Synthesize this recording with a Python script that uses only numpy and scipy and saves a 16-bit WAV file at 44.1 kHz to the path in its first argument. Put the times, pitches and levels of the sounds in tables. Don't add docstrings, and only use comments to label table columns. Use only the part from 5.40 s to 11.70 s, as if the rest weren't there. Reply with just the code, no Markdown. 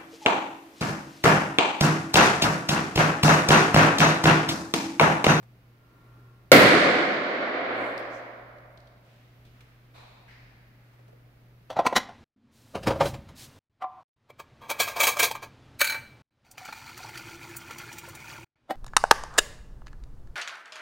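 import sys
import numpy as np
from scipy import signal
from scipy.fft import rfft, irfft
from scipy.io import wavfile
from scipy.ndimage import uniform_filter1d, minimum_filter1d

SR = 44100
rng = np.random.default_rng(int(sys.argv[2]) if len(sys.argv) > 2 else 0)


def dump(signal):
    limited = np.clip(np.atleast_2d(signal).T, -1, 1)
    pcm = np.round(limited * 32767).astype(np.int16)
    wavfile.write(sys.argv[1], SR, pcm)


N = 277697
TIME = np.arange(N) / SR

# [f/Hz, relative level/dB per Hz]
AIR_SPECTRUM = [(80, -14.5), (120, -1.5), (180, -5.5), (280, -8.5), (450, -13), (620, -13.5), (950, -19),
                (1300, -18.5), (2300, -20), (3200, -26.5), (4600, -29), (8000, -39.5), (13500, -32.5),
                (15700, -33)]
# [f/Hz, relative level/dB per Hz]
RUMBLE_SPECTRUM = [(12, -34), (20, -3), (27, -5.5), (59, 1), (72, -3), (85, -7), (110, -20), (190, -120)]
AIR_DB, RUMBLE_DB = -61.5, -67
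HUM_HZ, HUM_DB = 120, -57
FAN_HZ, FAN_DB = 54.2, -72
HUM_WAVER_DB, HUM_WAVER_HZ = 2, 0.3

# [f/Hz, t60/s]
HALL_RING_TIME = [(60, 0.92), (120, 1.1), (250, 1.885), (400, 1.883), (600, 2.353), (1000, 2.266),
                  (2000, 2.01), (4000, 1.685), (6000, 1.3), (9000, 0.91), (14000, 0.35)]
# [f/Hz, side minus mid level/dB]
STEREO_WIDTH = [(60, -13), (120, -12.5), (240, -13.5), (480, -9.5), (950, -1.5), (1890, 0.5), (3770, 0),
                (7520, -0.5), (15000, -1.5)]
# [f/Hz, left minus right level/dB]
STEREO_LEAN = [(60, -0.5), (150, 1), (380, -1), (950, -1.0), (2380, -2), (5980, -0.5), (15000, 3)]

# [t/s, rise time constant/s, level before fading/dB, centre f/Hz, width/octaves]
FAR_SCUFFS = [(3.62, 0.091, -59.5, 2300, 0.84), (4.08, .12, -58.5, 1490, 0.91),
              (4.535, 0.02, -52, 825, 0.88), (4.54, 0.012, -58, 3860, 0.21), (4.54, .011, -59, 2400, 0.18),
              (4.875, 0.0054, -54.5, 1930, 0.39), (4.885, 0.027, -65.5, 4700, 0.22),
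              (5.38, .1, -62.5, 1500, 0.88)]
# [t/s, length/s, level before the swell/dB, centre f/Hz, width/octaves]
SLEEVE_SWISHES = [(2.27, 0.36, -65.5, 7200, 0.8), (2.56, 0.066, -66, 9040, .6),
                  (2.68, .15, -62, 5750, 0.32)]
# [t/s, level before fading/dB, centre f/Hz, width/octaves, t60/s]
HAND_BUMPS = [(.028, -54, 622, .9, .1), (5.535, -60, 700, 0.73, 0.098), (5.592, -57.5, 596, 0.61, 0.11),
              (5.68, -55.5, 600, 0.7, 0.12), (5.73, -53, 489, 0.14, 0.12)]
# [t/s, level before fading/dB, centre f/Hz, width/octaves, t60/s]
RUBBER_TICKS = [(2.579, -33.5, 4220, 0.19, 0.011), (3.184, -61, 3980, 0.42, 0.024),
                (3.375, -52, 3900, 0.32, 0.025), (3.403, -59, 4300, 0.33, .03),
                (3.473, -57, 3800, 0.29, 0.034), (4.051, -62.5, 2960, 0.64, 0.25),
                (4.207, -53.5, 2340, 0.76, 0.072)]
# [f/Hz, level/dB]
RING_TONES = [(1077, -77.5), (1384, -71.5), (1830, -82.5)]

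POP_S = 1.1175
# [f/Hz, relative level/dB per Hz]
BANG_SPECTRUM = [(24, -62.5), (40, -32.5), (150, -12), (213, -9.5), (273, -2.5), (417, -3), (461, -3),
                 (591, -5), (881, -16), (1380, -11.5), (2220, -10), (2570, -17.5), (4460, -19), (5580, -29),
                 (15500, -41.5)]
# [centre f/Hz, width/Hz, peak level/dB]
ECHO_COLOUR = [(70.6, 22, -7), (122, 62, 5), (199, 140, 1.5), (290, 74, -1), (453, 28, -5), (620, 79, 0),
               (733, 70, 4), (1056, 270, 3.5), (1451, 120, 1.5), (1950, 1500, 4), (15800, 3000, -5.5)]
# [f/Hz, relative level before the low cut/dB, t60/s]
AIR_SWINGS = [(554, 1.5, 0.016), (1400, -6, 0.02), (2180, -7, .018), (4260, -16.5, 0.01)]
# [delay/s, relative level/dB, lead of left port/s]
FIRST_ECHOES = [(.0021, -5.5, .0001), (.0053, -9, .0001), (.0098, -12, -.0001), (0.0127, -8, .0002),
                (0.0176, -11, 0), (.0215, -9, -.0001), (0.0341, -8, .0002)]

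EDGE_HZ = 15800


def gain_of(db):
    return 10 ** (np.asarray(db) / 20)


def evened(x):
    return x / np.sqrt(np.mean(x ** 2) + 1e-20)


def read(points, hz):
    f, value = np.transpose(points)
    return np.interp(np.log(hz + 1), np.log(f + 1), value)


def add(mix, s, sound):
    part = mix[..., max(round(s * SR), 0):][..., :sound.shape[-1]]
    part += sound[..., :part.shape[-1]]


def fading(t, t60):
    return np.exp(-np.log(1000) * t / t60)


def wander(slow_hz, fast_hz):
    rates = np.geomspace(slow_hz, fast_hz, 20)
    return evened(sum(np.sin(2 * np.pi * (f * TIME + rng.random())) / np.sqrt(f) for f in rates))


def band_noise(size, hz, octaves):
    f = np.fft.rfftfreq(size, 1 / SR)
    bell = 1 / (1 + (np.log2((f + 1) / hz) / octaves) ** 2)
    white = rng.standard_normal((2, size))
    return evened(irfft(rfft(white) * bell, size))


def diffuse(size):
    hz = np.fft.rfftfreq(size, 1 / SR)
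    mid, side = rfft(rng.standard_normal((2, size)))
    spread = gain_of(read(STEREO_WIDTH, hz))
    pair = np.array([mid + spread * side, mid - spread * side]) / np.sqrt(1 + spread ** 2)
    lean_db = np.outer([0.5, -0.5], read(STEREO_LEAN, hz))
    return hz, pair * gain_of(lean_db)


def die_away(x, full_s=0):
    hz, t, z = signal.stft(x, SR, nperseg=2048)
    fade_db = -60 * (t - full_s) / read(HALL_RING_TIME, hz)[:, None]
    faded = signal.istft(z * gain_of(fade_db), SR, nperseg=2048)[1]
    return faded[:, :x.shape[1]]


def steady(spectrum, level_db, drift_db):
    hz, z = diffuse(N)
    noise = evened(irfft(z * gain_of(read(spectrum, hz)), N))
    return gain_of(level_db + drift_db * wander(0.3, 4)) * noise


def rumble():
    return steady(RUMBLE_SPECTRUM, RUMBLE_DB, drift_db=2.5)


def air():
    return steady(AIR_SPECTRUM, AIR_DB, drift_db=-0.5)


def hum(slow_hz=0.7, fast_hz=7):
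    out = np.zeros(N)
    for hz, db in (HUM_HZ, HUM_DB), (FAN_HZ, FAN_DB):
        turns = np.cumsum(hz + HUM_WAVER_HZ * wander(slow_hz, fast_hz)) / SR
        level_db = db + HUM_WAVER_DB * wander(slow_hz, fast_hz)
        out += gain_of(level_db) * evened(np.sin(2 * np.pi * turns))
    return out


def far_scuffs():
    out, t = np.zeros((2, N)), TIME[:2 * SR]
    for s, rise_s, db, hz, octaves in FAR_SCUFFS:
        tail = die_away(band_noise(len(t), hz, octaves))
        add(out, s, gain_of(db) * tail * (1 - np.exp(-t / rise_s)))
    return out


def hall_echo(x, wet_db):
    tail = die_away(irfft(diffuse(2 * SR)[1]))
    tail /= np.linalg.norm(tail[0])
    return gain_of(wet_db) * signal.fftconvolve(x, tail, axes=1)[:, :N]


def swishes():
    out = np.zeros((2, N))
    for s, length_s, db, hz, octaves in SLEEVE_SWISHES:
        size = round(length_s * SR)
        add(out, s, gain_of(db) * band_noise(size, hz, octaves) * np.hanning(size))
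    return out


def taps(rows):
    out, t = np.zeros((2, N)), TIME[:SR // 5]
    for s, db, hz, octaves, t60 in rows:
        add(out, s, gain_of(db) * band_noise(len(t), hz, octaves) * fading(t, t60))
    return out


def thin_ring(centre_s=0.72, spread_s=0.34, trim_db=2, waver_hz=4):
    waver = waver_hz * band_noise(N, 15, 0.5)[0]
    tones = 0
    for hz, db in RING_TONES:
        turns = np.cumsum(hz + waver) / SR
        tones = tones + gain_of(db) * evened(np.sin(2 * np.pi * turns))
    rub = gain_of(-65) * band_noise(N, hz=1100, octaves=0.43)
    body = gain_of(-66) * band_noise(N, hz=330, octaves=0.5)[0]
    swell = np.exp(-((TIME - centre_s) / spread_s) ** 2)
    return swell * (gain_of(trim_db) * tones + rub + body)


def reverberation(level_db=5.0, build_s=0.0045, near_db=6, near_s=0.057,
                  fill_db=5.5, fill_s=0.15, clump_db=0.7):
    t = TIME[:4 * SR]
    hz, z = diffuse(len(t))
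    colour_db = read(BANG_SPECTRUM, hz)
    for f, width, db in ECHO_COLOUR:
        colour_db = colour_db + db / (1 + (2 * (hz - f) / width) ** 2)
    tail = die_away(evened(irfft(z * gain_of(colour_db), len(t))), full_s=0.12)
    shape_db = near_db * np.exp(-t / near_s) - fill_db * np.exp(-t / fill_s)
    smooth = uniform_filter1d(rng.standard_normal(len(t)), size=300)
    clumps = evened(uniform_filter1d(smooth, size=300)) * np.exp(-t)
    level = gain_of(level_db + shape_db + clump_db * clumps)
    out = np.zeros((2, N))
    add(out, POP_S, tail * level * (1 - np.exp(-t / build_s)))
    return out


def burst(rip_db=-16, rip_hz=4200, rip_octaves=0.85, rip_peak_s=0.0011, lowest_hz=220):
    t = TIME[:SR // 16]
    swing = sum(gain_of(db) * fading(t, t60) * np.sin(2 * np.pi * hz * t) for hz, db, t60 in AIR_SWINGS)
    rip_shape = t / rip_peak_s * np.exp(1 - t / rip_peak_s)
    rip = gain_of(rip_db) * band_noise(len(t), rip_hz, rip_octaves)[0] * rip_shape
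    low_cut = signal.butter(2, lowest_hz, "highpass", fs=SR, output="sos")
    return signal.sosfilt(low_cut, swing + rip)


def bang(direct_db=19, echoes_db=16.5, lead_s=0.00009):
    out, blast = np.zeros((2, N)), burst()
    paths = [(0.00012, direct_db, lead_s)]
    paths += [(delay, echoes_db + db, lead) for delay, db, lead in FIRST_ECHOES]
    for delay, db, lead in paths:
        add(out[0], POP_S + delay, gain_of(db) * blast)
        add(out[1], POP_S + delay + lead, gain_of(db) * blast)
    return out


def scene():
    building = air() + rumble() + hum()
    ticks = taps(RUBBER_TICKS)
    at_camera = taps(HAND_BUMPS) + swishes()
    echoes = hall_echo(ticks, wet_db=-4.5) + hall_echo(at_camera, wet_db=-9.5) + far_scuffs()
    return building + thin_ring() + ticks + at_camera + echoes + reverberation() + bang()


def gain_control(x, threshold_db=-10, depth_db=15.5, hold_s=0.61, attack_s=0.00091, recover_db_per_s=30):
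    power = signal.lfilter([1 / 400], [1, 1 / 400 - 1], (x ** 2).mean(0))
    over_db = np.clip(10 * np.log10(power + 1e-12) - threshold_db, 0, depth_db)
    size = 2 * round(hold_s * SR / 2) + 1
    held_db = -minimum_filter1d(-over_db, size, origin=size // 2, mode="constant")
    fall = recover_db_per_s * TIME
    duck_db = np.maximum.accumulate(held_db + fall) - fall
    r = np.exp(-1 / (attack_s * SR))
    return x / gain_of(signal.lfilter([1 - r], [1, -r], duck_db))


def record(dry, ceiling=0.89):
    ducked = gain_control(dry)
    clipped = ducked / (1 + (ducked / ceiling) ** 6) ** (1 / 6)
    band_limit = signal.firwin(511, EDGE_HZ, window=("kaiser", 9), fs=SR)
    return signal.oaconvolve(clipped, band_limit[None], "same")


dry = scene()
out = record(dry)
dump(out)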